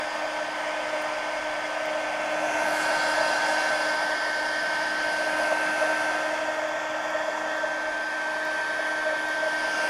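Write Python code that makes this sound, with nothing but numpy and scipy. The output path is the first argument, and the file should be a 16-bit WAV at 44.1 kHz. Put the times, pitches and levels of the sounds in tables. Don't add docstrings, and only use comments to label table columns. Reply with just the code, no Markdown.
import sys
import numpy as np
from scipy import signal
from scipy.io import wavfile
from scipy.ndimage import uniform_filter1d

SR = 44100
rng = np.random.default_rng(int(sys.argv[2]) if len(sys.argv) > 2 else 0)


def master_out(mix):
    frames = np.transpose(np.atleast_2d(mix))
    ceiling = np.clip(frames, -1, 1)
    pcm = np.round(ceiling * 32767).astype(np.int16)
    wavfile.write(sys.argv[1], SR, pcm)


N = 436149


def gain_of(db):
    return 10 ** (np.asarray(db) / 20)


def unit_level(x):
    return x / np.sqrt(np.mean(x ** 2) + 1e-20)


def add(mix, start_s, sound):
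    part = mix[round(start_s * SR):][:len(sound)]
    part += sound[:len(part)]


def bump(x, centre, width):
    return 1 / (1 + ((x - centre) / width) ** 2) ** 3


def waver(t, top_hz, count=1):
    hz = np.geomspace(top_hz / 12, top_hz, 16)[:, None]
    phase = rng.random((count, 16, 1))
    return unit_level((np.sin(2 * np.pi * (hz * t + phase)) / hz ** 0.21).sum(1))


def draught(level_db=-67.5):
    t = np.arange(N) / SR
    gusts = gain_of(5 * np.interp(t, t[::400], waver(t[::400], top_hz=6.4)[0]))
    bass_filter = signal.butter(2, [18, 55], "band", fs=SR, output="sos")
    rumble = signal.sosfilt(bass_filter, rng.standard_normal(N))
    return gain_of(level_db) * unit_level(rumble * gusts)


# start_s, level_db
TICKS = [(.134, -42), (1.0205, -24), (1.8566, -30), (2.321, -33), (5.3861, -31), (5.8041, -35),
         (6.6861, -32), (7.1042, -32), (7.5686, -33), (8.4511, -28), (8.8691, -33), (9.2867, -28)]


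def ticks(length_s=0.0055):
    out, t = np.zeros(N), np.arange(round(length_s * SR)) / SR
    closing_click = gain_of(-15) * np.array([-0.5, 1, -0.5])
    for start_s, level_db in TICKS:
        roughness = 1 + 2.5 * uniform_filter1d(rng.standard_normal(len(t)), size=6)
        rising_tone = np.sin(2 * np.pi * (7000 * t + 760000 * t ** 2))
        tick = gain_of(-25) * roughness * rising_tone * np.sin(np.pi * t / t[-1])
        tick[0] += 1
        add(tick, start_s=0.0045, sound=closing_click)
        add(out, start_s, gain_of(level_db) * tick)
    return out


# time_s, level_db, length_s
SURGES = [(1.857, -26.5, .13), (5.479, -22.5, 0.036), (5.514, -21, 0.024), (5.528, -15.5, 0.014),
          (5.83, -17, .035), (6.715, -26, .035), (6.844, -25, .031), (7.156, -21.5, 0.032),
          (7.29, -20, .03), (7.563, -23, 0.032), (7.644, -20, 0.027), (7.889, -24.5, .05),
          (8.493, -31, 0.17), (8.8, -21, 0.025), (9.078, -24, 0.064), (9.127, -24, .022),
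          (9.435, -25.5, 0.033), (9.473, -23, 0.039)]


def surges(pitch_hz=622.7):
    out = np.zeros(N)
    for time_s, level_db, length_s in SURGES:
        progress = np.linspace(0, 1, round(length_s * SR))
        cycles = pitch_hz * length_s * progress
        note, below, above = (np.sin(2 * np.pi * (ratio * cycles + rng.random()))
                              for ratio in (1, 0.8, 1.8))
        swell = np.sin(np.pi * progress ** 1.1) ** 2 * note
        thump = 0.17 * np.sin(np.pi * progress ** 4) ** 2 * (below + above)
        add(out, time_s - 0.6 * length_s, gain_of(level_db) * (swell + thump))
    return out


# time_s, then nearness, height, turn, tilt (each -1 to 1)
HAND_POSES = [(0.0, -0.16, 0.52, -0.66, -0.24), (0.45, -0.27, 0.16, -0.35, -0.2),
              (0.9, -0.2, 0.79, -0.67, -0.2), (1.6, -0.3, 0.33, -0.59, -0.24),
              (2.2, -0.2, 0.74, -0.12, -0.33), (2.6, 0.43, 0.83, 0.98, -0.05),
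              (2.8, 0.83, 0.15, 0.32, 0.05), (3.0, 0.91, 0.08, 0.024, 0.56),
              (3.75, 0.76, 0.035, -0.16, 0.28), (4.2, 0.27, -0.8, -0.23, 0.42),
              (5.0, 0.36, -0.56, -0.28, 0.1), (5.3, 0.59, 0.013, 0.15, -0.3), (6.0, 0.48, 0.33, 0.7, -0.04),
              (6.75, -0.68, 0.62, 0.33, 0.7), (7.55, -0.54, 0.17, 0.58, 0.73),
              (7.95, -0.62, -0.55, 0.072, -0.5), (8.6, -0.37, -0.96, 0.4, -0.12),
              (9.25, -0.3, -0.72, 0.66, -0), (9.6, 0.19, -0.62, -0.19, -0.1),
              (9.89, 0.62, 0.15, -0.16, -0.6)]


def hand_pose(t):
    time_s, *columns = np.transpose(HAND_POSES)
    return np.array([np.ones_like(t), *(np.interp(t, time_s, column) for column in columns)])


# time_s, speed_hz
SHAFT_SPEED = [(0, 307.1), (2.2, 307.3), (2.8, 307.85), (4.6, 308.3), (6.6, 310.6), (7.4, 311),
               (8.1, 310.55), (9.9, 311)]


def shaft_turns(wobble_hz=0.12):
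    t = np.arange(N) / SR
    wobble = np.interp(t, t[::400], waver(t[::400], top_hz=15)[0])
    speed_hz = np.interp(t, *np.transpose(SHAFT_SPEED)) + wobble_hz * wobble
    return np.cumsum(speed_hz) / SR


# shaft_multiple, level_db, nearness_db, height_db, turn_db, tilt_db
MOTOR_TONES = [(1, -45.5, 2.5, 1.5, 3, -1), (2, -40, 1.7, 2.5, -1, 1), (3, -44.5, 6.5, 0, 6, 3),
               (4, -51.5, 5, 5, -4.5, 2), (6, -46.5, 2, -0.0, 1.5, 5.5), (7, -52.5, 7.5, -5, 4, 6),
               (8, -53.5, 5, 6, 1, -2), (9, -59.5, 16, 2, -10, -2), (10, -60, -1, 2.5, 3.5, -1),
               (12, -63.5, 6, -8, 5, -3), (13, -66.5, 6, 4, 0, -3), (14, -70.2, 9.7, 5, -3, -12),
               (15, -72, -1, -9, 4, 4.0), (16, -59, 4.5, -1, -1, 1), (17, -66, -1, 3.6, -4, -0.1),
               (18, -75, 2.0, 7, 4, -2.1), (19, -67.5, 7, -4, 6.0, 3), (20, -76, 8.8, 12, 5, -7),
               (27, -78, 19, 3.7, -0.5, 1.8)]
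# time_s, level_db
FAN_LEVEL = [(0, -40), (2.2, -38.5), (2.9, -31.5), (3.4, -30), (4.2, -31.5), (6.0, -29.5), (6.6, -38.5),
             (7.42, -38.5), (7.6, -33), (9.89, -29.5)]


def motor_and_fan(turns, blades=5):
    t = np.arange(N) / SR
    coarse_t = np.arange(N // 200 + 2) * 200 / SR
    tones = np.array(MOTOR_TONES)
    multiples = np.append(np.round(tones[:, 0]), blades)
    motor_db = tones[:, 1:] @ hand_pose(coarse_t)
    fan_db = np.interp(coarse_t, *np.transpose(FAN_LEVEL))
    depth_db = np.append(np.where(multiples[:-1] > 1, 2.1, 1.3), 0.6)[:, None]
    waver_db = depth_db * waver(coarse_t, top_hz=24, count=len(multiples))
    levels = gain_of(np.vstack([motor_db, fan_db]) + waver_db)
    out = np.zeros(N)
    for multiple, level in zip(multiples, levels):
        tone = np.sqrt(2) * np.sin(2 * np.pi * (multiple * turns + rng.random()))
        out += np.interp(t, coarse_t, level) * tone
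    return out


# time_s, low_hz, low_cut_db, middle_hz, middle_cut_db, top_cut_db
ECHO_DIPS = [(0, 1930, 5, 2590, 2, 1), (2.3, 1940, 2, 2590, 1, 1), (2.6, 1810, 18, 2610, 6, -1),
             (3.6, 1860, 12, 2540, 3, -1), (4.15, 2050, 4, 2640, 6, 2), (5.1, 2020, 7, 2560, 2, 0),
             (6.3, 1950, -1, 2930, 1, -1), (7.1, 2040, 4, 3000, 4, 6), (7.8, 2110, 6, 2950, 12, -1),
             (9.89, 2030, 9, 2640, -1, 1)]


def echo_cut_db(hz, t, top_hz=4080):
    time_s, *columns = np.transpose(ECHO_DIPS)
    low_hz, low_db, middle_hz, middle_db, top_db = (np.interp(t, time_s, column) for column in columns)
    return (low_db * bump(hz[:, None], low_hz, width=115)
            + middle_db * bump(hz[:, None], middle_hz, width=160)
            + top_db * bump(hz[:, None], top_hz, width=500))


# peak_s, width_s, pitch_hz, width_hz, relative_db
JET_SWEEPS = [(2.552, .15, 6200, 900, -21), (2.72, .12, 10800, 1800, -28), (2.818, 0.087, 7140, 2200, -22),
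              (3.5, .08, 7500, 1500, -25), (9.78, .12, 5570, 1200, -19)]


def jet_power(hz, t):
    return sum(gain_of(db) ** 2 * np.outer(bump(hz, pitch_hz, width_hz), bump(t, peak_s, width_s))
               for peak_s, width_s, pitch_hz, width_hz, db in JET_SWEEPS)


# pitch_hz, relative_db, nearness_db, height_db, turn_db, tilt_db
AIR_RUSH = [(29.8, -30, 5, -0.4, 0.1, -1.2), (81.5, -31, 3, 0.5, 1, 1.5), (254, -18.5, 4, 1, 1.1, -1),
            (435, -18, 3.5, -1.3, 1.7, -0.5), (1165, -18, -5.5, -5, 1.5, 4.5), (1970, -18, 7, 2, -2, -6),
            (2450, -27, 2, -8.5, 5, -10), (2910, -21, 2.5, 2, -1.5, -0.5), (3750, -30, 0.5, -1, -3, -1),
            (8100, -38.5, 1, 1, 3, -2), (11300, -51.5, 10, -0.3, -4, -6), (13400, -53, 4.2, -3, 1.8, -3),
            (15200, -58, 5.7, -0.8, 1.8, -1.4)]


def rush_power(hz, t):
    pitch_hz, *columns = np.transpose(AIR_RUSH)
    curves_db = np.array([np.interp(np.log(hz + 1), np.log(pitch_hz), column) for column in columns])
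    return gain_of(curves_db.T @ hand_pose(t)) ** 2


# pitch_hz, width_hz, relative_db, nearness_db, height_db, turn_db, tilt_db
HOUSING_NOTES = [(633, 67, 1, 2, 3.5, 1, 0.4), (556, 31, -6.5, 5.5, 5, -2, 3),
                 (743, 150, -9.5, 7.5, 6.5, 1, 2.5), (917, 192, -4.5, 2.5, 1.5, -1, 1),
                 (1341, 125, -8.5, 4, 3, 2.5, 2.5), (1643, 270, -12, 9, 2.5, 3, 3.5),
                 (1775, 160, -8, -1, -5, -3.5, 5.5), (2160, 280, -11.5, 2.5, 2, -1, -2.5),
                 (2668, 128, -15.5, 6.5, 7, 1.5, -1), (3105, 260, -19, 3.5, -2.5, -3.5, 0),
                 (3380, 237, -18.5, 3, 0, 1.2, 3.5), (4020, 320, -28.5, 10, -3, -3, 5),
                 (4490, 310, -22.5, 8, -3, -0.5, 4), (4883, 226, -19, 7.5, -2.5, -4.5, 3.5),
                 (5320, 210, -24.5, 8, -4.5, -4, 3), (5720, 390, -25, 5.5, 0, -0.5, 3.5),
                 (6430, 770, -27.5, 3.5, 0.5, 0.5, 1.5), (7230, 650, -35, 8, 4, -2, 9),
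                 (8910, 990, -33.5, 8, 1, -2.5, -1), (10000, 1180, -35, 11, -3.5, 5.5, -2),
                 (11900, 1600, -47, 4.5, 1, 1, 3)]


def housing_power(hz, t):
    pose = hand_pose(t)
    flutter_db = 0.83 * waver(t, top_hz=32, count=len(HOUSING_NOTES))
    flutter_db[0] *= 1.6
    return sum(np.outer(bump(hz, pitch_hz, width_hz), gain_of(pose_db @ pose + flutter) ** 2)
               for (pitch_hz, width_hz, *pose_db), flutter in zip(HOUSING_NOTES, flutter_db))


def blowing_air(turns, level_db=-29.5, treble_hz=3500):
    hz = np.fft.rfftfreq(2048, 1 / SR)
    t = np.arange(N // 512 + 5) * 512 / SR
    real, imaginary, ripple = rng.standard_normal((len(t), len(hz), 3)).T
    ripple = uniform_filter1d(ripple, size=40, axis=1)
    ripple = unit_level(uniform_filter1d(ripple, size=3, axis=0))
    highness = np.clip(hz / 14300, 0, 1.6)[:, None]
    ripple_db = (1.07 + 0.81 * np.minimum(highness, 1)) * ripple
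    flicker_db = 0.32 * highness * waver(t, top_hz=35)
    power = rush_power(hz, t) + housing_power(hz, t) + jet_power(hz, t)
    grid = (real + 1j * imaginary) * np.sqrt(power) * gain_of(ripple_db + flicker_db - echo_cut_db(hz, t))
    is_treble = hz[:, None] >= treble_hz
    body, treble = (signal.istft(grid * band, nperseg=2048, noverlap=1536)[1][:N]
                    for band in (~is_treble, is_treble))
    throb = 1 + 0.05 * np.cos(2 * np.pi * turns)
    return gain_of(level_db) * unit_level(body + treble * throb)


def scene():
    turns = shaft_turns()
    return (blowing_air(turns) + motor_and_fan(turns) + surges() + draught() + ticks())[None]


def record(dry):
    cutoff_hz = 15715
    low_pass = signal.firwin(2047, cutoff_hz, window=("kaiser", 9), fs=SR)
    return signal.oaconvolve(dry, low_pass[None], "same")


dry = scene()
out = record(dry)
master_out(out)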